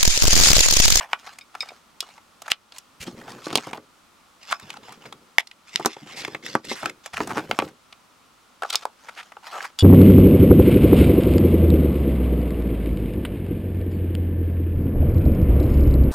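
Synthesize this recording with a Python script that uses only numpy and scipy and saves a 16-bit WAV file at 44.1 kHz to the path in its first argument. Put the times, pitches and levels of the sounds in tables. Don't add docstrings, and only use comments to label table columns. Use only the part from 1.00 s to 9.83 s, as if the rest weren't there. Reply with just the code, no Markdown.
import sys
import numpy as np
from scipy import signal
from scipy.fft import rfft, irfft
from scipy.io import wavfile
from scipy.ndimage import uniform_filter1d, map_coordinates

SR = 44100
rng = np.random.default_rng(int(sys.argv[2]) if len(sys.argv) > 2 else 0)


def wav_record(signal):
    frames = np.transpose(np.atleast_2d(signal))
    bounded = np.clip(frames, -1, 1)
    quanta = np.round(bounded * 32767).astype(np.int16)
    wavfile.write(sys.argv[1], SR, quanta)


N = 389204
HZ = np.fft.rfftfreq(4096, 1 / SR) + 1
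RUB_ATTACK_S, RUB_RELEASE_S = 0.033, 0.019

# (frequency [Hz], width [Hz], relative gain [dB])
SHELL = [(489, 290, -12), (774, 375, -1), (973, 314, -22.5), (1294, 350, -1)]
# (frequency [Hz], width [Hz], relative gain [dB])
LID = [(851, 480, 1), (2060, 540, 7.5), (2560, 270, 4), (3450, 380, 0.5), (5250, 540, -1.5),
       (7540, 300, -9.5)]
# (start [s], end [s], relative rubbing level [dB], relative skin hiss level [dB])
RUBS = [(0.0, 0.017, -27.5, -52), (0.082, 0.134, -41.5, -60), (0.177, 0.208, -50, -54.5),
        (0.232, 0.334, -50, -55), (0.522, 0.771, -53.5, -63), (1.024, 1.15, -52.5, -59.5),
        (1.438, 1.504, -46, -61), (1.729, 1.767, -50, -48), (2.04, 2.091, -47.5, -47),
        (2.152, 2.404, -50.5, -60.5), (2.266, 2.31, -48, -49), (2.413, 2.485, -79, -45.5),
        (2.512, 2.688, -42.5, -47.5), (2.729, 2.744, -32, -52.5), (3.4, 3.51, -56, -54),
        (3.474, 3.533, -40, -44.5), (3.578, 3.77, -50, -58.5), (3.812, 3.955, -50.5, -56),
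        (4, 4.061, -48.5, -56.5), (4.648, 4.79, -70, -52.5), (4.714, 4.942, -55, -46),
        (4.958, 5.35, -54.5, -55), (5.071, 5.26, -52, -47), (5.422, 5.564, -75, -43.5),
        (5.625, 5.82, -70, -45.5), (5.674, 5.735, -62, -36.5), (5.804, 5.88, -38, -49.5),
        (6.034, 6.045, -37.5, -40.5), (6.124, 6.237, -42, -48), (6.25, 6.431, -41.5, -53),
        (6.471, 6.684, -45, -55.5), (7.63, 7.814, -51.5, -51), (7.98, 8.28, -57, -60.5),
        (8.423, 8.659, -40, -51.5), (8.778, 8.83, -49, -50)]


def amp(db):
    return 10 ** (np.asarray(db) / 20)


def evened(x):
    return x / np.sqrt(np.mean(x ** 2) + 1e-20)


def read(points, hz):
    f, value = np.transpose(points)
    return np.interp(np.log(hz + 1), np.log(f + 1), value)


def add(mix, s, sound):
    part = mix[max(round(s * SR), 0):][:len(sound)]
    part += sound[:len(part)]


def causal(gain):
    cepstrum = irfft(np.log(np.maximum(gain, 1e-5)))
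    half = len(cepstrum) // 2
    cepstrum[1:half] *= 2
    cepstrum[half + 1:] = 0
    return irfft(np.exp(rfft(cepstrum)))


def coloured(x, spectrum):
    response = causal(amp(read(spectrum, HZ)))
    return evened(signal.oaconvolve(x, response)[:len(x)])


def peak(hz, width):
    return 1 / (1 + ((HZ ** 2 - hz ** 2) / (HZ * width)) ** 2)


def slips(count, per_s, spread_db):
    chance, size, sign = rng.random((count, 3)).T
    size_db = spread_db * np.minimum(-np.log(1 - size), 4)
    return (chance < per_s / SR) * np.sign(sign - .5) * amp(size_db)


def movements(starts, ends, levels_db, attack_s, release_s):
    t, power = np.arange(0, N, 32) / SR, 0
    for start, end, db in zip(starts, ends, levels_db):
        attack = np.clip((t - start) / attack_s, 0, 1)
        release = np.exp(-np.maximum(t - end, 0) / release_s)
        power = power + (amp(db) * attack * release) ** 2
    return np.interp(np.arange(N) / SR, t, np.sqrt(power))


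def contact(body, ring_db, ring_hz, body_db, edge_db, damping=1.0, edge_hz=6500, edge_width=8000, push_db=-30):
    power = (amp(ring_db) * peak(ring_hz, damping * ring_hz)) ** 2
    power += sum((amp(body_db + db) * peak(hz, width)) ** 2 for hz, width, db in body)
    power += (amp(edge_db) * peak(edge_hz, edge_width)) ** 2
    power += (amp(body_db + push_db) * peak(360, 760)) ** 2
    absorption = 1 + (HZ / 12500) ** 6
    return causal(np.sqrt(power / absorption))


def chatter(hardness, share_db, t60, snap_s=0.00033, seat_s=0.0015):
    t = np.arange(2048) / SR
    seating, rattle = rng.standard_normal((2, len(t)))
    u = t / (seat_s + hardness * (snap_s - seat_s))
    seating *= u * np.exp(-u)
    seating *= (1 - .6 * hardness) / np.linalg.norm(seating)
    rattle *= amp(-60 * t / t60) * (t > .002)
    rattle /= np.linalg.norm(rattle)
    dull = signal.lfilter(*signal.butter(1, 2500, fs=SR), rattle)
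    rattle = 3.2 * dull + (rattle - dull) * np.exp(-t / 0.0038)
    blow = seating + amp(share_db - 10.7 * hardness) * rattle
    blow[0] = 0.5 + 0.12 * hardness
    return blow / np.linalg.norm(blow)


def hits(rows, body, rattle_db, rattle_t60, gentle_db, held_damping=0.7, free_damping=0.67):
    out = np.zeros(N)
    for s, ring_db, *colour in rows:
        hardness = np.clip((ring_db - gentle_db) / 20, 0, 1)
        damping = held_damping + hardness * (free_damping - held_damping)
        response = contact(body, ring_db, *colour, damping)
        add(out, s, signal.fftconvolve(response, chatter(hardness, rattle_db, rattle_t60)))
    return out


def slides(rows, body, per_s, spread_db, grip):
    out = np.zeros(N)
    for start, end, *colour in rows:
        count = int(np.clip((end - start) * SR, 200, 4096))
        run = slips(4096, per_s, spread_db)[:count]
        run = run * signal.windows.tukey(count, .5) * np.linspace(grip, 1, count)
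        run = run / (np.linalg.norm(run) + 1e-9)
        add(out, start, signal.fftconvolve(contact(body, *colour), run))
    return out


def floor(own_share=1.0):
    # (frequency [Hz], relative density [dB per Hz])
    floor_spectrum = [(25, -17.5), (60, -10.5), (140, -11.5), (235, -5.5), (400, -12.5), (700, -10.5),
                      (1130, -6.5), (1380, -6), (1560, -14), (3200, -15.5), (5000, -18.5), (8500, -22.5),
                      (16000, -32.5)]
    shared, left, right = (coloured(rng.standard_normal(N), floor_spectrum) for _ in range(3))
    return amp(-56.5) * evened(shared + own_share * np.array([left, right]))


def room(x, own_share=0.98):
    # (frequency [Hz], t60 [s])
    room_decay = [(150, 0.1), (500, 0.1), (1400, 0.062), (3700, 0.066), (10000, 0.042)]
    noise = rng.standard_normal((3, SR // 3))
    hz, t, z = signal.stft(noise, SR, nperseg=256)
    apart = own_share * np.minimum(hz / 1500, 1)[:, None]
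    decay = amp(-60 * t / read(room_decay, hz)[:, None])
    onset = np.clip(t / 0.007 - 1, 0, 1)
    z = (z[0] + apart * z[1:]) * decay * onset
    tail = signal.istft(z, SR, nperseg=256)[1]
    return signal.fftconvolve(x[None], tail / np.linalg.norm(tail[0]), axes=1)[:, :N]


def thuds(t60=0.093):
    # (time [s], relative level [dB], frequency [Hz])
    bumps = [(2.003, -34, 106), (2.071, -24, 243), (3.63, -37, 143), (5.019, -31.5, 204), (6.137, -37, 115)]
    out, t = np.zeros(N), np.arange(SR // 4) / SR
    for s, level_db, hz in bumps:
        swing = sum(np.sin(2 * np.pi * hz * ratio * t) for ratio in (.77, 1.03, 1.4))
        add(out, s, amp(level_db - 60 * t / t60) * swing * np.minimum(t / .01, 1))
    return out


def case_in_hand():
    # (start [s], end [s])
    case_span = (3.1, 6.1)
    n = np.arange(N)
    held = (n > case_span[0] * SR) & (n < case_span[1] * SR)
    return uniform_filter1d(1. 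* held, size=4000)


def thin_walled(x):
    walls = causal(1 + sum(peak(hz, width) for hz, width, _ in LID[1:]))
    sung = evened(signal.oaconvolve(x, walls)[:N])
    return x + case_in_hand() * (sung - x)


def patchy(x, patch_db, clump_db):
    z = signal.stft(x, nperseg=512, noverlap=384)[2]
    patches = uniform_filter1d(rng.standard_normal(z.shape), size=4, axis=0)
    patches = uniform_filter1d(patches, size=10, axis=1)
    clumps = uniform_filter1d(rng.standard_normal(z.shape[1]), size=7)
    z = z * amp(patch_db * evened(patches) + clump_db * np.tanh(evened(clumps)))
    return evened(signal.istft(z, nperseg=512, noverlap=384)[1][:N])


def hands():
    # (frequency [Hz], relative density [dB per Hz])
    rub_spectrum = [(120, -37), (250, -37.5), (500, -5.5), (800, 7), (1250, 1.5), (1800, -1), (2500, -6),
                    (3400, -7.5), (5000, -27)]
    hiss_spectrum = [(100, -24), (500, -9), (2000, -3), (3500, -2), (5500, -3.5), (6900, -6.5), (8300, -13),
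                     (11000, -19), (16000, -30)]
    rumble_spectrum = [(30, -14.5), (60, -19), (120, 0), (220, 2.5), (380, 0.5), (550, -2), (1000, -35.5)]
    # (start [s], end [s], relative rumble level [dB])
    shifts = [(2.015, 2.143, -53), (2.166, 2.412, -53), (2.46, 2.597, -49.5), (2.664, 2.775, -50),
              (3.617, 4.224, -61.5), (3.876, 3.957, -60.5), (4.039, 4.093, -55.5), (4.739, 4.866, -56),
              (5.054, 5.365, -55.5), (5.431, 5.566, -52), (5.635, 5.717, -49), (5.826, 5.854, -40.5),
              (6.175, 6.433, -47), (6.481, 6.525, -44), (6.604, 6.654, -43.5)]
    start, end, rub_db, hiss_db = np.transpose(RUBS)
    friction = evened(slips(N, per_s=1100, spread_db=3.8)) + .5 * rng.standard_normal(N)
    skin = patchy(friction, patch_db=4, clump_db=3)
    bumps = patchy(slips(N, per_s=500, spread_db=3), patch_db=2.5, clump_db=3)
    rub = movements(start, end, rub_db, RUB_ATTACK_S, RUB_RELEASE_S) * coloured(skin, rub_spectrum)
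    hiss = movements(start, end, hiss_db, RUB_ATTACK_S, RUB_RELEASE_S)
    hiss = hiss * thin_walled(coloured(skin, hiss_spectrum))
    rumble = movements(*np.transpose(shifts), attack_s=0.008, release_s=0.038)
    rumble = rumble * coloured(bumps, rumble_spectrum)
    return amp(-2.6) * rub + amp(4.0) * hiss + amp(5.5) * rumble


def catches(count=170):
    out = np.zeros(N)
    rubbing = movements(*np.transpose(RUBS)[:3], RUB_ATTACK_S, RUB_RELEASE_S)
    for when, size, pitch, hollow, edge in rng.random((count, 5)):
        rub_db = 20 * np.log10(rubbing[int(when * N)] + 1e-6)
        db = min(rub_db, -48) + 35 + 7 * size ** 2
        tick = contact(SHELL, db, 1300 * 3 ** pitch, db + 8 * hollow, db - 24 + 12 * edge)
        add(out, when * N / SR, signal.fftconvolve(tick, chatter(0, -10, .01)))
    return out


def table_contacts():
    # (frequency [Hz], width [Hz], relative gain [dB])
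    table_modes = [(141, 85, -6.5), (234, 68, 1.5), (311, 120, 2.5), (403, 120, 3.5), (535, 56, -1),
                   (814, 530, -0.5), (1180, 240, -5.5)]
    # (time [s], ring [dB], ring frequency [Hz], table [dB], sharp edge [dB])
    knocks = [(2.0789, -8, 2960, 4.5, -23), (2.4678, 9.5, 1290, 14, -30), (2.5287, 7.5, 3570, 18, -6),
              (2.5556, 28, 3780, 25, 19.5), (2.575, 18, 3720, 19.5, 8), (2.583, 14, 2570, 17, -7),
              (2.6706, 4, 1070, 12.5, -6.5), (2.7319, 10.5, 2480, 14, -8), (2.777, -12, 1120, 7.5, -32),
              (4.797, 5.5, 1060, 18.5, -4.5), (4.809, 11, 1000, 7, -21), (4.8593, 28.5, 1070, 28, 25),
              (4.8645, 8, 1320, 21.5, -5), (4.9659, -6, 2190, 5.5, -22), (5.237, -10, 900, -1, -25),
              (5.2784, 3, 2470, 9, -8), (5.3482, 12, 2170, 16, -12), (5.5528, 22, 1510, 29, 2.5),
              (5.7149, 9, 2490, 18.5, -22), (6.205, 21.5, 1420, 24.5, -13), (6.2742, 8, 1210, 11, -0.5),
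              (6.5894, 19, 2540, 28.5, 5.5), (6.5998, 16.5, 2270, 18, -20), (6.622, 10, 2340, 20.5, -13)]
    # (start [s], end [s], ring [dB], ring frequency [Hz], table [dB], sharp edge [dB])
    drags = [(2.48, 2.522, 3.5, 2290, 8.5, -32), (4.847, 4.856, 15.5, 1200, 14.5, -6),
             (6.285, 6.33, 13.5, 1100, 12.5, -11), (6.347, 6.41, 16, 1300, 20, -7)]
    knocking = amp(-5.5) * hits(knocks, table_modes, rattle_db=-3.5, rattle_t60=0.026, gentle_db=-2.5)
    dragging = amp(-1.0) * slides(drags, table_modes, per_s=1400, spread_db=6, grip=0.45)
    return knocking + dragging


def case_contacts():
    # (time [s], ring [dB], ring frequency [Hz], lid [dB], sharp edge [dB])
    case_clicks = [(4.3835, 27, 2180, 24.5, 7.5), (4.472, -5, 4500, -13, -18), (4.513, -4, 3000, -10, -23),
                   (4.759, 21.5, 3480, 5, -2), (5.249, 7, 1830, 9, -8), (5.4626, 2, 1900, -1.5, -6.5),
                   (5.6497, -14, 3270, -9, -6.5), (5.8968, 2.5, 1670, -2.5, -8)]
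    # (start [s], end [s], ring [dB], ring frequency [Hz], lid [dB], sharp edge [dB])
    case_scrapes = [(4.39, 4.412, 19, 2580, 17, 7), (5.155, 5.23, 16.5, 4530, 14.5, -8),
                    (5.704, 5.742, 12, 2580, 7, 6), (5.745, 5.822, 17.5, 1600, -11, 6)]
    snapping = amp(-1.5) * hits(case_clicks, LID, rattle_db=-19.5, rattle_t60=0.033, gentle_db=0)
    scraping = amp(-12.5) * slides(case_scrapes, LID, per_s=5500, spread_db=0.5, grip=1)
    return snapping + scraping


def springs(reach_octaves=1.0):
    # (time [s], which spring, relative level [dB], most excited frequency [Hz])
    pings = [(0.411, "slack", -36.5, 2700), (0.6058, "slack", -18, 4370), (.621, "slack", -24.5, 6530),
             (0.689, "slack", -33, 2700), (1.0047, "stiff", -28, 4120), (7.755, "slack", -18, 6000),
             (8.7888, "stiff", -19.5, 4520), (8.794, "stiff", -19, 6430), (8.807, "stiff", -18.5, 3370)]
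    spring_modes = {"slack": [(2250, 5.5, 0.085), (2427, 8, 0.061), (3710, 8, 0.048), (4655, -3, 0.1),
                    (5110, 10, 0.054), (7300, -4.5, 0.024), (8250, -3, 0.03)], "stiff": [(2920, 4.5, 0.14),
                    (3375, 11, 0.094), (3530, 13.5, 0.047), (4200, -4, 0.054), (4716, 9, 0.035),
                    (5400, 1, 0.046), (7270, 8, 0.036), (9280, 2, 0.053), (11690, -7, 0.048)]}
    out, t = np.zeros(N), np.arange(SR // 5) / SR
    for s, spring, level_db, pluck_hz in pings:
        hz, db, t60 = np.transpose(spring_modes[spring])[:, :, None]
        distance = np.log2(hz / pluck_hz) / reach_octaves
        size = amp(db + rng.standard_normal(hz.shape)) / (1 + distance ** 2)
        modes = size * amp(-60 * t / t60) * np.sin(2 * np.pi * (hz * t + rng.random(hz.shape)))
        buzz = 1 + .3 * evened(uniform_filter1d(rng.standard_normal(len(t)), size=50))
        add(out, s, amp(level_db) * buzz * modes.sum(0) / np.linalg.norm(size))
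    return signal.lfilter(*signal.butter(2, 900, "high", fs=SR), out)


def drum(x):
    # (frequency [Hz], gain at the peak [dB], t60 [s])
    drum_modes = [(214, -16.5, 0.067), (319, -13, 0.13), (922, -21.5, 0.088), (1148, -5.5, 0.12),
                  (1320, -4.5, 0.11), (1470, -5, 0.15), (2440, -7, 0.23)]
    t = np.arange(SR // 4) / SR
    hz, db, t60 = np.transpose(drum_modes)[:, :, None]
    decay = amp(-60 * t / t60)
    modes = 2 * amp(db) * decay / decay.sum(1, keepdims=True) * np.cos(2 * np.pi * hz * t)
    return signal.oaconvolve(x, modes.sum(0))[:N]


def battery_contacts():
    # (time [s], ring [dB], ring frequency [Hz], hollow shell [dB], sharp edge [dB])
    clicks = [(0.0095, 4.5, 2560, 17, -24), (0.1314, 20, 2420, 13, -27), (0.1326, 28.5, 1180, 2, -31),
              (0.2701, 1.5, 2760, 6, -29), (0.3865, -1, 2270, 0, -6.5), (0.5511, 11.5, 1530, 14, -13),
              (0.6293, 11, 1090, 14, -25), (0.718, 6, 620, -12, -38), (1.0054, 17, 4000, -3, 7),
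              (1.0269, -12, 3460, 8.5, -16), (1.179, -8, 2160, 0.5, -27), (1.4196, -5, 3280, 4.5, -4),
              (1.48, 9.5, 1700, 11, -8), (1.518, 29.5, 3000, 18.5, -1), (1.722, -1, 3380, 0, -51),
              (1.7834, -2, 3046, -8, 1), (2.214, -1, 1490, -3, -25), (2.2801, 2.5, 1410, 8.5, -34),
              (2.7105, -4, 2170, 8, -13), (3.5273, 29, 1213, -6.5, -3.5), (3.598, 1, 1400, -9, -9),
              (3.7027, 8, 2940, 2, -5.5), (3.739, 3.5, 1300, -6, -15), (4.1253, 0.5, 3200, 7.5, -13),
              (5.8306, -14, 2960, 19, -7), (5.858, 18.5, 2270, 22.5, 3), (6.0602, 6, 2010, 11, -0.5),
              (6.1698, 19, 1800, -10, -8), (6.1778, 11, 1990, 18, -7), (6.5122, 21, 2410, 26, -1.5),
              (6.926, 2, 2714, -4.5, -43), (7.6218, 3, 3090, 20.5, -11.5), (7.6336, 18, 1400, 22, -8),
              (7.704, 14, 3450, 7, -4), (7.7454, 15, 2550, 18.5, -16), (7.7558, 23, 4430, 11, 11),
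              (7.8538, 25.5, 830, 4.5, -1), (8.32, -2, 1860, 4.5, -21), (8.368, -12.5, 2710, 8, -39),
              (8.6054, 12.5, 1450, -5, -34), (8.7897, 5, 1400, -13, 3)]
    # (start [s], end [s], ring [dB], ring frequency [Hz], hollow shell [dB], sharp edge [dB])
    scrapes = [(1.499, 1.519, 19, 2700, 5, 6), (1.5135, 1.518, 19.5, 5260, 5.5, 0),
               (1.997, 2.05, 16, 2470, 2, 8.5), (3.505, 3.526, 22, 1300, -5, 7),
               (3.522, 3.527, 19, 3680, 26, -8), (3.92, 3.932, 2, 1430, 10, -1.5),
               (6.13, 6.15, 17.5, 1800, 19, 1), (7.645, 7.657, -1.5, 3730, 25, -26.5),
               (7.698, 7.709, 10, 3600, 7, 10), (7.724, 7.743, 22, 3330, 22.5, 6),
               (7.819, 7.84, 6.5, 3160, 16, -22), (8.083, 8.1, 15.5, 1520, 16.5, -7.5),
               (8.165, 8.22, 18, 1960, 16.5, -8), (8.515, 8.605, 12.5, 1500, 29, -3),
               (8.637, 8.662, 25, 1240, -9, 0.5)]
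    clicking = amp(-5.0) * hits(clicks, SHELL, rattle_db=-14, rattle_t60=0.034, gentle_db=10.5)
    scraping = amp(-12.5) * slides(scrapes, SHELL, per_s=3000, spread_db=0.5, grip=0.88)
    return clicking + scraping


def placed(x, lag_samples=1.53, lean_db=0.03, scatter_db=-8, case_scatter_db=3):
    n, side = np.arange(N), case_in_hand()
    straight = signal.filtfilt(*signal.butter(1, 8000, fs=SR), x)
    left = map_coordinates(straight, [n - lag_samples * side], order=3) + x - straight
    treble = signal.lfilter(*signal.butter(1, 2000, "high", fs=SR), x)
    taps = rng.standard_normal(96)
    taps[:20] = 0
    scatter = signal.oaconvolve(treble, taps / np.linalg.norm(taps))[:N]
    scatter = amp(scatter_db + case_scatter_db * side) * scatter
    lean = amp(lean_db * side + 0.08)
    return np.array([left / lean + scatter, x * lean - scatter])


def scene():
    contacts = battery_contacts() + table_contacts() + catches()
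    near = contacts + drum(contacts) + case_contacts() + springs() + hands() + thuds()
    return placed(near) + amp(-21.0) * room(near) + floor()


def record(dry, threshold_db=-4, recover_db_per_s=11, edge_hz=16100):
    limited = np.clip(dry, -1, 1)
    over_db = np.maximum(20 * np.log10(abs(limited).max(0) + 1e-9) - threshold_db, 0)
    recovery = np.arange(N) / SR * recover_db_per_s
    held_db = np.maximum.accumulate(over_db + recovery) - recovery
    ducked = limited / amp(signal.lfilter([.002], [1, -.998], held_db))
    low_pass = signal.firwin(511, edge_hz, window=("kaiser", 9), fs=SR)
    return signal.oaconvolve(ducked, low_pass[None], "same")


dry = scene()
out = record(dry)
wav_record(out)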